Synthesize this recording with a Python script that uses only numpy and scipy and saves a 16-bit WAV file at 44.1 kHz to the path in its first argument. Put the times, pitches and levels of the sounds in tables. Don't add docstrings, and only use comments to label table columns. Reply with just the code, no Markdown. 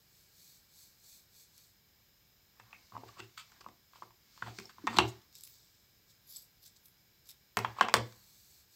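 import sys
import numpy as np
from scipy import signal
from scipy.fft import rfft, irfft
from scipy.io import wavfile

SR = 44100
rng = np.random.default_rng(int(sys.argv[2]) if len(sys.argv) > 2 else 0)


def wav_out(sig):
    wavfile.write(sys.argv[1], SR, np.round(np.clip(np.atleast_2d(sig).T, -1, 1) * 32767).astype(np.int16))


def natural_amplitude(level_db):
    exponent = np.asarray(level_db, float) / 20
    return 10 ** exponent


N = 385875

# frequency [Hz], density [dB per Hz].
SHEAR_COLOUR = [(1880, -83.5), (3200, -13), (3540, -5.5), (4570, -3), (5300, -1.5), (5750, -5.5),
                (6900, -6.5), (7780, -1.5), (8050, -3.5), (8440, -13), (9300, -12.5), (11300, -3.5),
                (16000, -8)]
# frequency [Hz], level [dB], t60 [s].
TABLE_MODES = [(75.16, -8, 0.25), (101, -2.5, 0.26), (116, 3.5, 0.3), (128, -9.5, 0.15), (216, 2, 0.092),
               (321, -1.5, 0.14), (356.5, 4.5, 0.073), (397, -6.5, 0.24), (430, -6.5, 0.021),
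               (540, -9.5, 0.044), (720, 2.5, 0.014)]


def rms_one(x):
    return x / np.sqrt(np.mean(x ** 2) + 1e-20)


def butter(x, order, hz, kind="low"):
    return signal.sosfilt(signal.butter(order, hz, kind, fs=SR, output="sos"), x)


def impulse(spectrum, size=2048):
    table_hz, table_db = np.transpose(spectrum)
    hz = np.maximum(np.fft.rfftfreq(size, 1 / SR), 1)
    db = np.maximum(np.interp(np.log(hz), np.log(table_hz), table_db), -70)
    cepstrum = irfft(db * np.log(10) / 20)
    cepstrum[1:size // 2] *= 2
    cepstrum[size // 2 + 1:] = 0
    h = irfft(np.exp(rfft(cepstrum)))
    return h / np.sqrt(np.sum(h ** 2))


def ring(x, hz, t60_s):
    radius = natural_amplitude(-60 / (t60_s * SR))
    w = 2 * np.pi * hz / SR
    return signal.lfilter([0, np.sin(w)], [1, -2 * radius * np.cos(w), radius ** 2], x + 1e-18)


def friction(spectrum, per_s, spread_db, grain_db):
    height = natural_amplitude(spread_db * np.minimum(rng.exponential(1, N), 5))
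    slips = height * rng.choice([-1, 1], N) * (rng.random(N) < per_s / SR)
    rough = rng.standard_normal(N) + natural_amplitude(grain_db) * rms_one(slips)
    return rms_one(signal.fftconvolve(rough, impulse(spectrum, size=8192))[:N])


def swells(rows, roundness, lifted=False):
    out = np.zeros(N)
    for s, db, rise_s, fall_s, *lift_db in rows:
        first = max(round((s - 3 * rise_s) * SR), 0)
        last = min(round((s + 3 * fall_s) * SR), N)
        i = np.arange(first, last)
        away = np.maximum((s - i / SR) / rise_s, (i / SR - s) / fall_s)
        peak_db = db + (lift_db[0] if lifted else 0)
        out[i] += natural_amplitude(peak_db - 20 * away ** roundness)
    return out


def puffs(rows, cycles, ring_s):
    size = 12000
    out, age_s = np.zeros(N), np.arange(size) / SR
    for s, db, hz, attack_s, t60_s in rows:
        noise = rng.standard_normal(size)
        burst = noise * np.minimum(age_s / attack_s, 1) * natural_amplitude(-60 * age_s / t60_s)
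        puff = ring(burst, hz, ring_s + cycles / hz)
        out[round(s * SR):][:size] += natural_amplitude(db) * puff / np.abs(puff).max()
    return out


def table_top(push):
    out = 0
    for k, (hz, db, t60_s) in enumerate(TABLE_MODES):
        out = out + natural_amplitude(db) * (-1) ** k * ring(push[k], hz, t60_s)
    return butter(out, 2, 900)


def hiss():
    # frequency [Hz], density [dB per Hz].
    rumble_colour = [(15, -27.5), (25, -2.5), (104, 2.5), (201, -4), (250, -11), (359, -9), (629, -14.5),
                     (1580, -15.5), (1850, -14), (3000, -17), (3900, -43), (6600, -120)]
    preamp_colour = [(1760, -36.5), (3000, -11.5), (4120, -6), (4580, -16.5), (4680, -6.5), (5130, -2),
                     (5430, -6.5), (5740, -12), (7350, -10), (8290, -20.5), (11100, -19.5), (13100, -7),
                     (16200, -11.5)]
    # centre [Hz], width [Hz], level [dB].
    raised = [(1620, 130, -86.5), (2286, 72, -85.5), (12800, 86, -96.5), (13200, 220, -87)]
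    bands = 0
    for hz, width_hz, db in raised:
        bands = bands + natural_amplitude(db) * rms_one(ring(rng.standard_normal(N), hz, 4.0 / width_hz))
    rumble = natural_amplitude(-72.5) * friction(rumble_colour, per_s=10, spread_db=1.5, grain_db=-40)
    preamp = natural_amplitude(-69) * friction(preamp_colour, per_s=8.9, spread_db=11.5, grain_db=-51.0)
    return rumble + preamp + bands


def strokes():
    # middle [s], level [dB], rise [s], fall [s].
    slides = [
        (0.0, -76, .05, 0.076),
        (.194, -67, 0.18, 0.12),
        (.47, -60.5, 0.2, 0.2),
        (.81, -59.5, 0.13, 0.15),
        (1.11, -58, 0.14, 0.15),
        (1.4, -60, 0.11, 0.094),
        (1.59, -64, 0.11, 0.17),
        (8.56, -63.5, 1, 0.12),
        (8.74, -64.5, 0.052, 0.084),
    ]
    # frequency [Hz], density [dB per Hz].
    rubber_colour = [(880, -36.5), (1500, -62), (1940, -23), (2270, -17.5), (2460, -11.5), (3120, -49.5),
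                     (3350, -10), (4460, -3), (5600, -4), (8000, -2.5), (9280, -15), (12000, -5),
                     (16000, -7)]
    # frequency [Hz], t60 [s], level [dB].
    skin_modes = [(4600, 0.0041, -13), (6640, 0.02, -20), (8100, 0.03, -18)]
    slide = friction(rubber_colour, per_s=1500, spread_db=-1.0, grain_db=0.0)
    skin = sum(natural_amplitude(db) * rms_one(ring(slide, hz, t60_s)) for hz, t60_s, db in skin_modes)
    return swells(slides, roundness=2.08) * rms_one(slide + skin)


def ticks():
    # start [s], peak [dB], colour [Hz].
    snaps = [(0.1994, -52, 5370), (1.562, -58, 4480), (1.579, -42.5, 7900), (5.218, -50, 4910),
             (5.327, -44, 5000), (4.6, -43, 14000), (5.3532, -36, 5060), (5.3842, -40, 14600),
             (5.409, -36, 14100), (6.325, -51, 9800), (5.436, -29.5, 11900), (5.451, -36, 11150),
             (5.468, -47, 11630), (5.474, -33, 6700), (6.2991, -50, 9460), (6.276, -48, 11430),
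             (6.343, -50, 4500), (6.632, -50, 4480), (6.654, -46.5, 12800), (6.6595, -42, 5500),
             (6.663, -36.5, 7500), (6.679, -41, 7800), (6.764, -49.5, 4520), (6.308, -49, 7040),
             (6.857, -41, 14400), (6.86, -45.5, 15100), (6.371, -44, 9500), (6.883, -48, 12800),
             (7.2715, -46, 13050), (7.284, -52, 13500), (7.2898, -35, 13500), (7.2947, -37, 12670),
             (7.3, -46, 13840), (7.306, -34, 15230), (7.311, -41, 14050), (7.314, -38, 7660),
             (7.57, -22.5, 15100), (7.59, -29.5, 15000), (7.81, -48, 8000), (7.9413, -18, 7800),
             (7.966, -31, 8000), (6.362, -38, 10970), (3.397, -41, 3500)]
    size, steel = 512, impulse(SHEAR_COLOUR)
    out, age_s = np.zeros(N), np.arange(size) / SR
    for s, db, hz in snaps:
        burst = rng.standard_normal(size) * natural_amplitude(-60 * age_s / .008)
        broad = signal.fftconvolve(burst, steel)[:size]
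        snap = broad + natural_amplitude(-7.5) * ring(burst, hz, .002)
        out[round(s * SR):][:size] += natural_amplitude(db - 3.5) * snap / np.abs(snap).max()
    return butter(out, 2, 1800, "high")


def catches():
    # start [s], peak [dB], frequency [Hz], attack [s], t60 [s].
    rows = [(2.729, -52, 1200, 0.0018, 0.058), (2.74, -52, 2180, 0.0073, 0.12),
            (3.085, -47.5, 1160, .006, 0.051), (3.165, -49.5, 1060, .03, 0.066),
            (2.928, -47, 1039, 0.015, 0.091), (2.948, -41.5, 1010, .005, 0.041),
            (1.58, -57, 4470, 0.009, 0.055), (4.653, -41, 5400, .002, 0.023),
            (4.695, -50, 1600, 0.0023, 0.073), (6.269, -57, 11500, 0.0018, 0.018),
            (6.298, -49.5, 11360, .003, .02), (6.306, -50, 11230, .002, .04),
            (6.323, -52.5, 11470, 0.0019, .02), (6.358, -50.5, 5050, .003, 0.039),
            (6.37, -50, 11700, 0.0034, 0.078), (6.416, -53.5, 11600, 0.006, 0.052),
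            (6.416, -55, 12800, .008, .07), (6.636, -53, 5000, .005, 0.032),
            (7.29, -49.5, 3760, 0.0035, 0.077)]
    return puffs(rows, cycles=11.0, ring_s=0.0068)


def drags():
    # peak [s], level [dB], rise [s], fall [s], grit re level [dB].
    rows = [(2.66, -67.5, 0.16, 0.2, -18), (2.85, -80.5, 0.36, 0.35, 15), (3.1, -65.5, 0.18, 0.29, 1),
            (3.42, -86.5, .2, 0.41, 22), (3.57, -63, 0.11, 0.037, -21), (4.02, -83, .15, 0.092, 20.5),
            (4.38, -72.5, 0.18, 0.14, 12), (4.5, -60, 0.11, 0.037, -1), (4.57, -69.5, 0.064, 0.22, 15),
            (4.85, -61.5, .12, .25, -4), (5.1, -62.5, 0.15, 0.21, -0.5), (7.63, -52.5, .06, 0.19, -5.5),
            (7.83, -43.5, 0.069, 0.066, -14), (7.95, -59.5, 0.092, 0.33, -2.5)]
    # frequency [Hz], density [dB per Hz].
    wood_colour = [(120, -32.5), (200, -6), (424, -22.5), (700, -10), (1130, -1), (1380, -8.5),
                   (1710, -4.5), (2710, -17.5), (4000, -12), (5200, -47.5), (8800, -120)]
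    grit_colour = [(1180, -49.5), (2000, -7.5), (2220, -1), (2440, -9.5), (3230, -9), (4570, -0.5),
                   (7440, -8), (9830, -23), (13000, -20), (16000, -11)]
    wood = friction(wood_colour, per_s=2400, spread_db=2.5, grain_db=4.0) * natural_amplitude(-5.0)
    grit = friction(grit_colour, per_s=1500, spread_db=2.5, grain_db=-8) * natural_amplitude(-4)
    return swells(rows, roundness=2.0) * wood + swells(rows, roundness=1.6, lifted=True) * grit


def presses():
    # start [s], level [dB], lean to the deep modes [dB per octave].
    rows = [(2.597, -80, 7.5), (2.921, -66, 0), (2.964, -84, 8), (3.033, -69, 4.5), (3.192, -66, 4),
            (3.662, -64, -6.5), (4.022, -71, 0), (4.422, -63.5, 5), (4.466, -58.5, -0.4), (4.585, -69, 1.5),
            (4.784, -65, 0.9), (4.871, -57.5, -0.6), (4.942, -58, -0.7), (4.971, -44, 2.8),
            (4.986, -41.5, 0.7), (5.001, -40.5, 1.5), (7.57, -51, 0), (7.59, -52.5, -1.5),
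            (7.648, -63, 5.5), (7.81, -55.5, -4), (7.94, -47, 0.5), (7.95, -58, 4), (7.964, -45, -2)]
    push = np.zeros((len(TABLE_MODES), N))
    octaves_down = np.log2(300 / np.array(TABLE_MODES)[:, 0])
    for s, db, lean_db in rows:
        uneven_db = 6.2 * rng.standard_normal(len(TABLE_MODES))
        push[:, round(s * SR)] += natural_amplitude(db + lean_db * octaves_down + uneven_db)
    return butter(table_top(push), 6, 66, "high")


def knocks():
    # start [s], peak [dB], ring [Hz], hardness [dB].
    gropes = [(2.598, -36.5, 1010, -14.5), (2.708, -50, 1159, -19), (2.729, -28.5, 2580, -29.5),
              (2.922, -38, 1140, -33), (2.938, -39, 1050, -38), (2.952, -41, 970, -36),
              (2.966, -25, 1085, -45), (2.977, -40, 746, -16), (3.035, -35.5, 850, -31),
              (3.194, -41, 1210, -10), (3.202, -27, 2700, -17), (3.394, -65, 1190, -7),
              (3.519, -52.5, 1300, 0), (3.608, -45, 1100, -23), (3.643, -43, 1070, -15),
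              (3.663, -28, 1105, -62), (3.686, -44.5, 790, -9), (3.934, -44.5, 1130, -20),
              (3.957, -41, 1040, -48), (4.022, -28, 1080, -46), (4.106, -49.5, 1050, -21)]
    # start [s], peak [dB], ring [Hz], hardness [dB], extra rattle [dB].
    lift = [(4.376, -49, 1090, -9, 2), (4.423, -27, 1080, -33, 11), (4.463, -34, 955, -29, 8),
            (4.471, -35, 1000, -34, 9), (4.478, -36, 790, -32, -6), (4.481, -35, 890, -26, 6.5),
            (4.492, -41.5, 790, -45, 0), (4.586, -29.5, 1620, -14.5, -6.5), (4.599, -41, 1060, -2, -0.5),
            (4.694, -42.5, 1660, -21.5, -2.2), (4.783, -38.5, 1030, -27.5, 1.2),
            (4.87, -22, 1080, -13.5, -0.5), (4.874, -14, 1150, -24, 3), (4.93, -30, 1050, -28.5, 0.5),
            (4.942, -26.5, 1040, -21, 1.35), (4.954, -30.5, 1050, -20, 0.7), (4.968, -26.5, 910, -9, -5.5),
            (4.971, -25, 895, -8.5, -5), (4.986, -7, 1066, -9.5, -0.5), (5.001, -14.5, 1080, -19.5, 0.5),
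            (5.05, -36, 800, -17, 5.5)]
    drop_bounces = [(7.57, -16, 1046, -9, -4), (7.573, -27, 990, -9.5, 1.5),
                    (7.589, -20.5, 1020, -9.5, -5.5), (7.602, -33.5, 960, -10.5, 1),
                    (7.647, -15, 1062, -31, 8), (7.655, -43, 1300, -13.5, -4),
                    (7.766, -37.5, 970, -34.5, -2.5), (7.771, -37, 1170, -23.5, -5),
                    (7.786, -22.5, 1100, -31.5, -10), (7.797, -30, 1000, -20, -2.5),
                    (7.81, -4.5, 1080, -16, 0), (7.824, -24.5, 1130, -14.5, -2.7),
                    (7.851, -25.5, 1170, -19.5, -0.5), (7.885, -16, 1036, -18.5, -1),
                    (7.895, -31.5, 885, -13, -1.5), (7.94, -5, 1090, -6.5, -2.5),
                    (7.951, -14.5, 1610, -26.5, -4.5), (7.957, -18.5, 1080, -24, -3.5),
                    (7.967, -21, 1060, -8, -1.5), (7.981, -27, 1110, -27, -6.5),
                    (8.001, -29, 1090, -21, -5), (8.124, -57, 1210, 8, -8)]
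    # frequency [Hz], density [dB per Hz].
    crack_colour = [(880, -22.5), (1500, -3.5), (2880, -20), (3520, -6), (4370, -8), (5490, -7),
                    (6370, -11), (6960, -13), (7840, -9.5), (9650, -37), (10700, -28), (16000, -34.5)]
    wood_colour = [(320, -32.5), (550, -16.5), (850, -4.5), (1100, -1), (1500, -5), (2300, -11.5),
                   (3500, -15), (4550, -36.5), (7700, -69.5)]
    size, modes = 2048, len(TABLE_MODES)
    crack, wood = impulse(crack_colour), impulse(wood_colour)
    out, push = np.zeros(N), np.zeros((modes, N))
    click, age_s = np.eye(1, size)[0], np.arange(size) / SR
    choke = np.exp(-(age_s / 0.0032) ** 4) + natural_amplitude(-14.5 - 60 * age_s / 0.028)
    for s, db, hz, hard_db, *extra_db in gropes + lift + drop_bounces:
        i = round(s * SR)
        hollow = signal.lfilter([.04], [1, -1.6, .64], np.sin(2 * np.pi * hz * age_s) * choke)
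        hollow = signal.lfilter(*signal.butter(2, hz / 2, "high", fs=SR), hollow)
        scrape = rng.standard_normal(size) * natural_amplitude(-60 * age_s / 0.026) * np.minimum(age_s / 0.00092, 1)
        rattle = signal.fftconvolve(scrape, wood)[:size]
        grains = rng.standard_normal(size) ** 3 / 4 * natural_amplitude(-60 * age_s / .014)
        chatter = signal.fftconvolve(7 * click + grains, crack)[:size]
        rattle_db = -2.5 + 0.5 * hard_db + sum(extra_db)
        out[i:i + size] += natural_amplitude(db + rattle_db) * rattle
        out[i:i + size] -= natural_amplitude(db + hard_db - 5.0) * chatter + natural_amplitude(db - 5.5) * hollow
        push[:, i] = natural_amplitude(-58.5 + 0.8 * db + 3 * rng.standard_normal(modes))
    return butter(out + table_top(push), 6, 66, "high")


def booms():
    # start [s], peak [dB], frequency [Hz], t60 [s].
    rows = [(2.975, -48, 260, .06), (3.033, -40, 400, 0.026), (4.586, -40.5, 400, 0.039),
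            (3.198, -48, 390, 0.062), (4.5, -45, 320, 0.045), (4.84, -32.5, 300, 0.06),
            (4.878, -36.5, 230, 0.11), (4.872, -31, 880, 0.056), (4.945, -36, 320, 0.066),
            (4.988, -22.5, 363, 0.083), (5.0, -35, 670, 0.083), (5.045, -44, 390, .05),
            (4.986, -16, 800, 0.019), (4.97, -36.5, 200, 0.099), (7.572, -31.5, 435, .06),
            (7.811, -26.5, 510, 0.035), (7.811, -36, 228, 0.095), (7.885, -42, 460, 0.045),
            (7.941, -18.5, 465, 0.031), (7.962, -28.5, 515, 0.049), (8.015, -44.5, 490, 0.14),
            (7.94, -3, 7340, 0.0018), (7.9403, -7.5, 1900, 0.0059), (7.957, -18.5, 1000, 0.019),
            (3.686, -54, 310, 0.033), (4.023, -52, 1550, 0.03)]
    rise_cycles = .7
    out, age_s = np.zeros(N), np.arange(SR // 3) / SR
    for s, db, hz, t60_s in rows:
        gain = natural_amplitude(db - 60 * age_s / t60_s) * (1 - np.exp(-age_s * hz / rise_cycles))
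        out[round(s * SR):][:len(age_s)] += gain * np.sin(2 * np.pi * hz * age_s)
    return out


def scuffs():
    # peak [s], level [dB], rise [s], fall [s].
    rows = [(3.088, -46, 0.015, 0.0076), (3.202, -40, 0.028, 0.0062), (3.24, -52.5, 0.054, 0.022),
            (3.378, -36.5, 0.0055, 0.017), (3.397, -40, 0.016, 0.037), (3.612, -44, 0.006, 0.0067),
            (3.964, -53, 0.035, 0.032), (4.48, -48, 0.11, 0.084), (4.64, -66, .01, 0.027),
            (4.696, -46.5, 0.0059, .026), (4.9, -45.5, 0.025, 0.19), (4.944, -43.5, 0.047, 0.028),
            (4.965, -35, 0.0051, .01), (7.788, -43, 0.015, 0.024)]
    # frequency [Hz], density [dB per Hz].
    colour = [(290, -72.5), (500, -42.5), (1230, -4.5), (1900, -14), (2070, -12.5), (3700, -12),
              (4150, -17.5), (4530, -8.5), (5550, -22.5), (7750, -17.5), (10500, -44), (13600, -25.5),
              (16000, -35)]
    rub = friction(colour, per_s=970, spread_db=1.5, grain_db=-4.0)
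    return swells(rows, roundness=1.2) * rub * natural_amplitude(-9.0)


def clinks():
    # start [s], peak [dB], frequency [Hz], attack [s], t60 [s].
    rows = [(5.075, -45, 6840, .02, 0.073), (3.18, -52, 2760, .01, .06), (4.64, -55, 802, .02, 0.056),
            (5.47, -51, 15000, .03, 0.35), (3.605, -47.5, 5150, 0.0056, 0.039),
            (3.607, -48.5, 1150, 0.009, 0.029), (3.931, -61, 1150, 0.0024, 0.062),
            (3.953, -68, 1050, 0.0045, 0.045), (3.982, -61, 1100, .003, 0.034),
            (4.028, -44.5, 1170, 0.0035, 0.035), (4.422, -26, 1550, 0.0021, 0.025),
            (4.586, -37, 2270, 0.00059, 0.019), (4.586, -36.5, 5600, .0007, .02),
            (4.695, -56, 2600, .0015, 0.011), (4.874, -24.5, 1840, 0.0022, 0.032),
            (4.968, -23.5, 4140, .0015, 0.041), (4.986, -14.5, 3830, .0007, 0.022),
            (4.986, -15, 2887, .0007, 0.027), (7.57, -24, 2040, .0007, 0.027),
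            (7.59, -35, 2200, 0.00058, 0.028), (7.646, -36.5, 3000, .0015, 0.021),
            (7.794, -39, 2600, 0.0022, 0.022), (7.809, -30, 3070, .0007, 0.05),
            (7.827, -27, 2920, .001, .025), (7.895, -35.5, 2600, .0015, 0.017),
            (7.94, -17.5, 3200, .0007, 0.0083), (7.966, -29, 3300, .0007, 0.019)]
    return puffs(rows, cycles=13.0, ring_s=0.00032)


def shears():
    # peak [s], level [dB], rise [s], fall [s], top end re level [dB].
    passes = [(5.092, -53.5, 0.099, 0.033, -7), (5.36, -53, 0.038, 0.093, -10),
              (5.45, -60.5, 0.066, 0.08, 2), (5.53, -61.5, .1, 0.49, -9), (6.104, -59, .03, 0.039, -8),
              (6.632, -59.5, 0.021, 0.055, 1.5), (6.66, -51.5, 0.0083, 0.044, -7.5),
              (6.768, -58, 0.02, 0.015, -9), (6.856, -75, 0.031, 0.074, 14.5),
              (7.26, -65, 0.022, 0.078, -11), (7.3, -57, .04, 0.025, 0.5)]
    cut = [
        (6.305, -58, 0.048, 0.089, 4.5),
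        (6.361, -53, 0.054, 0.096, -1),
    ]
    # frequencies [Hz], levels [dB].
    blade_hz = [4720, 11300]
    blade_db = [-12, -19]
    slide = friction(SHEAR_COLOUR, per_s=2500, spread_db=2.0, grain_db=-8)
    judder = butter(rng.standard_normal(N), 2, [40, 160], "band")
    slide = rms_one(slide * natural_amplitude(2.0 * rms_one(judder)))
    low = rms_one(butter(slide, 6, 9300, "low"))
    top = rms_one(butter(slide, 6, 9300, "high"))
    blades = sum(natural_amplitude(db) * rms_one(ring(slide, hz, 0.006)) for hz, db in zip(blade_hz, blade_db))
    body_gain = swells(passes + cut, roundness=0.92)
    bite_gain = swells(passes + cut, roundness=0.92, lifted=True)
    return body_gain * low * natural_amplitude(-3.0) + bite_gain * top + swells(cut, roundness=1.6) * blades


def squeal():
    # time [s], frequency [Hz], level [dB].
    path = [
        (6.271, 6780, -82.5),
        (6.295, 7070, -64.5),
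        (6.322, 7550, -77.5),
        (6.354, 7700, -73),
        (6.363, 7810, -47),
        (6.385, 7840, -67),
        (6.415, 8000, -71),
        (6.43, 8550, -72),
        (6.45, 8550, -76),
    ]
    s, hz, db = np.transpose(path)
    t = np.arange(N) / SR
    phase = 2 * np.pi * np.cumsum(np.interp(t, s, hz)) / SR
    wobble = butter(rng.standard_normal((2, N)), 2, 160)
    whistle = rms_one(wobble[0] * np.cos(phase) + wobble[1] * np.sin(phase))
    fade_s = .008
    fade = np.clip(np.minimum(t - s[0] + fade_s, s[-1] + fade_s - t) / fade_s, 0, 1)
    return natural_amplitude(np.interp(t, s, db)) * fade * whistle


def room(x):
    # band centre [Hz], t60 [s], level [dB].
    bands = [(87.1, 0.4, -4), (181, 0.28, 5.5), (334, 0.3, 3), (626, 0.25, 1.5), (1410, 0.17, -4.5),
             (2600, 0.25, -1), (5400, 0.3, -8), (10076, 0.12, 2.5), (13500, 0.032, -3.5)]
    age_s, tail = np.arange(SR // 2) / SR, 0
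    for hz, t60_s, db in bands:
        noise = butter(rng.standard_normal(len(age_s)), 2, [hz / 2 ** .5, hz * 2 ** .5], "band")
        tail = tail + noise * natural_amplitude(db - 60 * age_s / t60_s)
    tail = tail * np.clip((age_s - .003) / 0.00021, 0, 1)
    return signal.fftconvolve(x, tail / np.sqrt(np.sum(tail ** 2)))[:N]


def scene():
    balloon = strokes() + ticks()
    handles = drags() + presses() + knocks() + booms() + scuffs()
    blades = catches() + clinks() + shears() + squeal()
    hands = butter(balloon + handles + blades, 4, 55, "high")
    return (hands + natural_amplitude(-9) * room(hands) + hiss())[None]


def band_limit(x):
    return signal.sosfilt(signal.butter(12, 16620, fs=SR, output="sos"), x)


def record(dry):
    bass_cut = signal.butter(2, 38, "high", fs=SR, output="sos")
    top_cut = signal.cheby2(14, 50, 16300, fs=SR, output="sos")
    return band_limit(signal.sosfilt(np.vstack([bass_cut, top_cut]), dry))


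dry = scene()
out = record(dry)
wav_out(out)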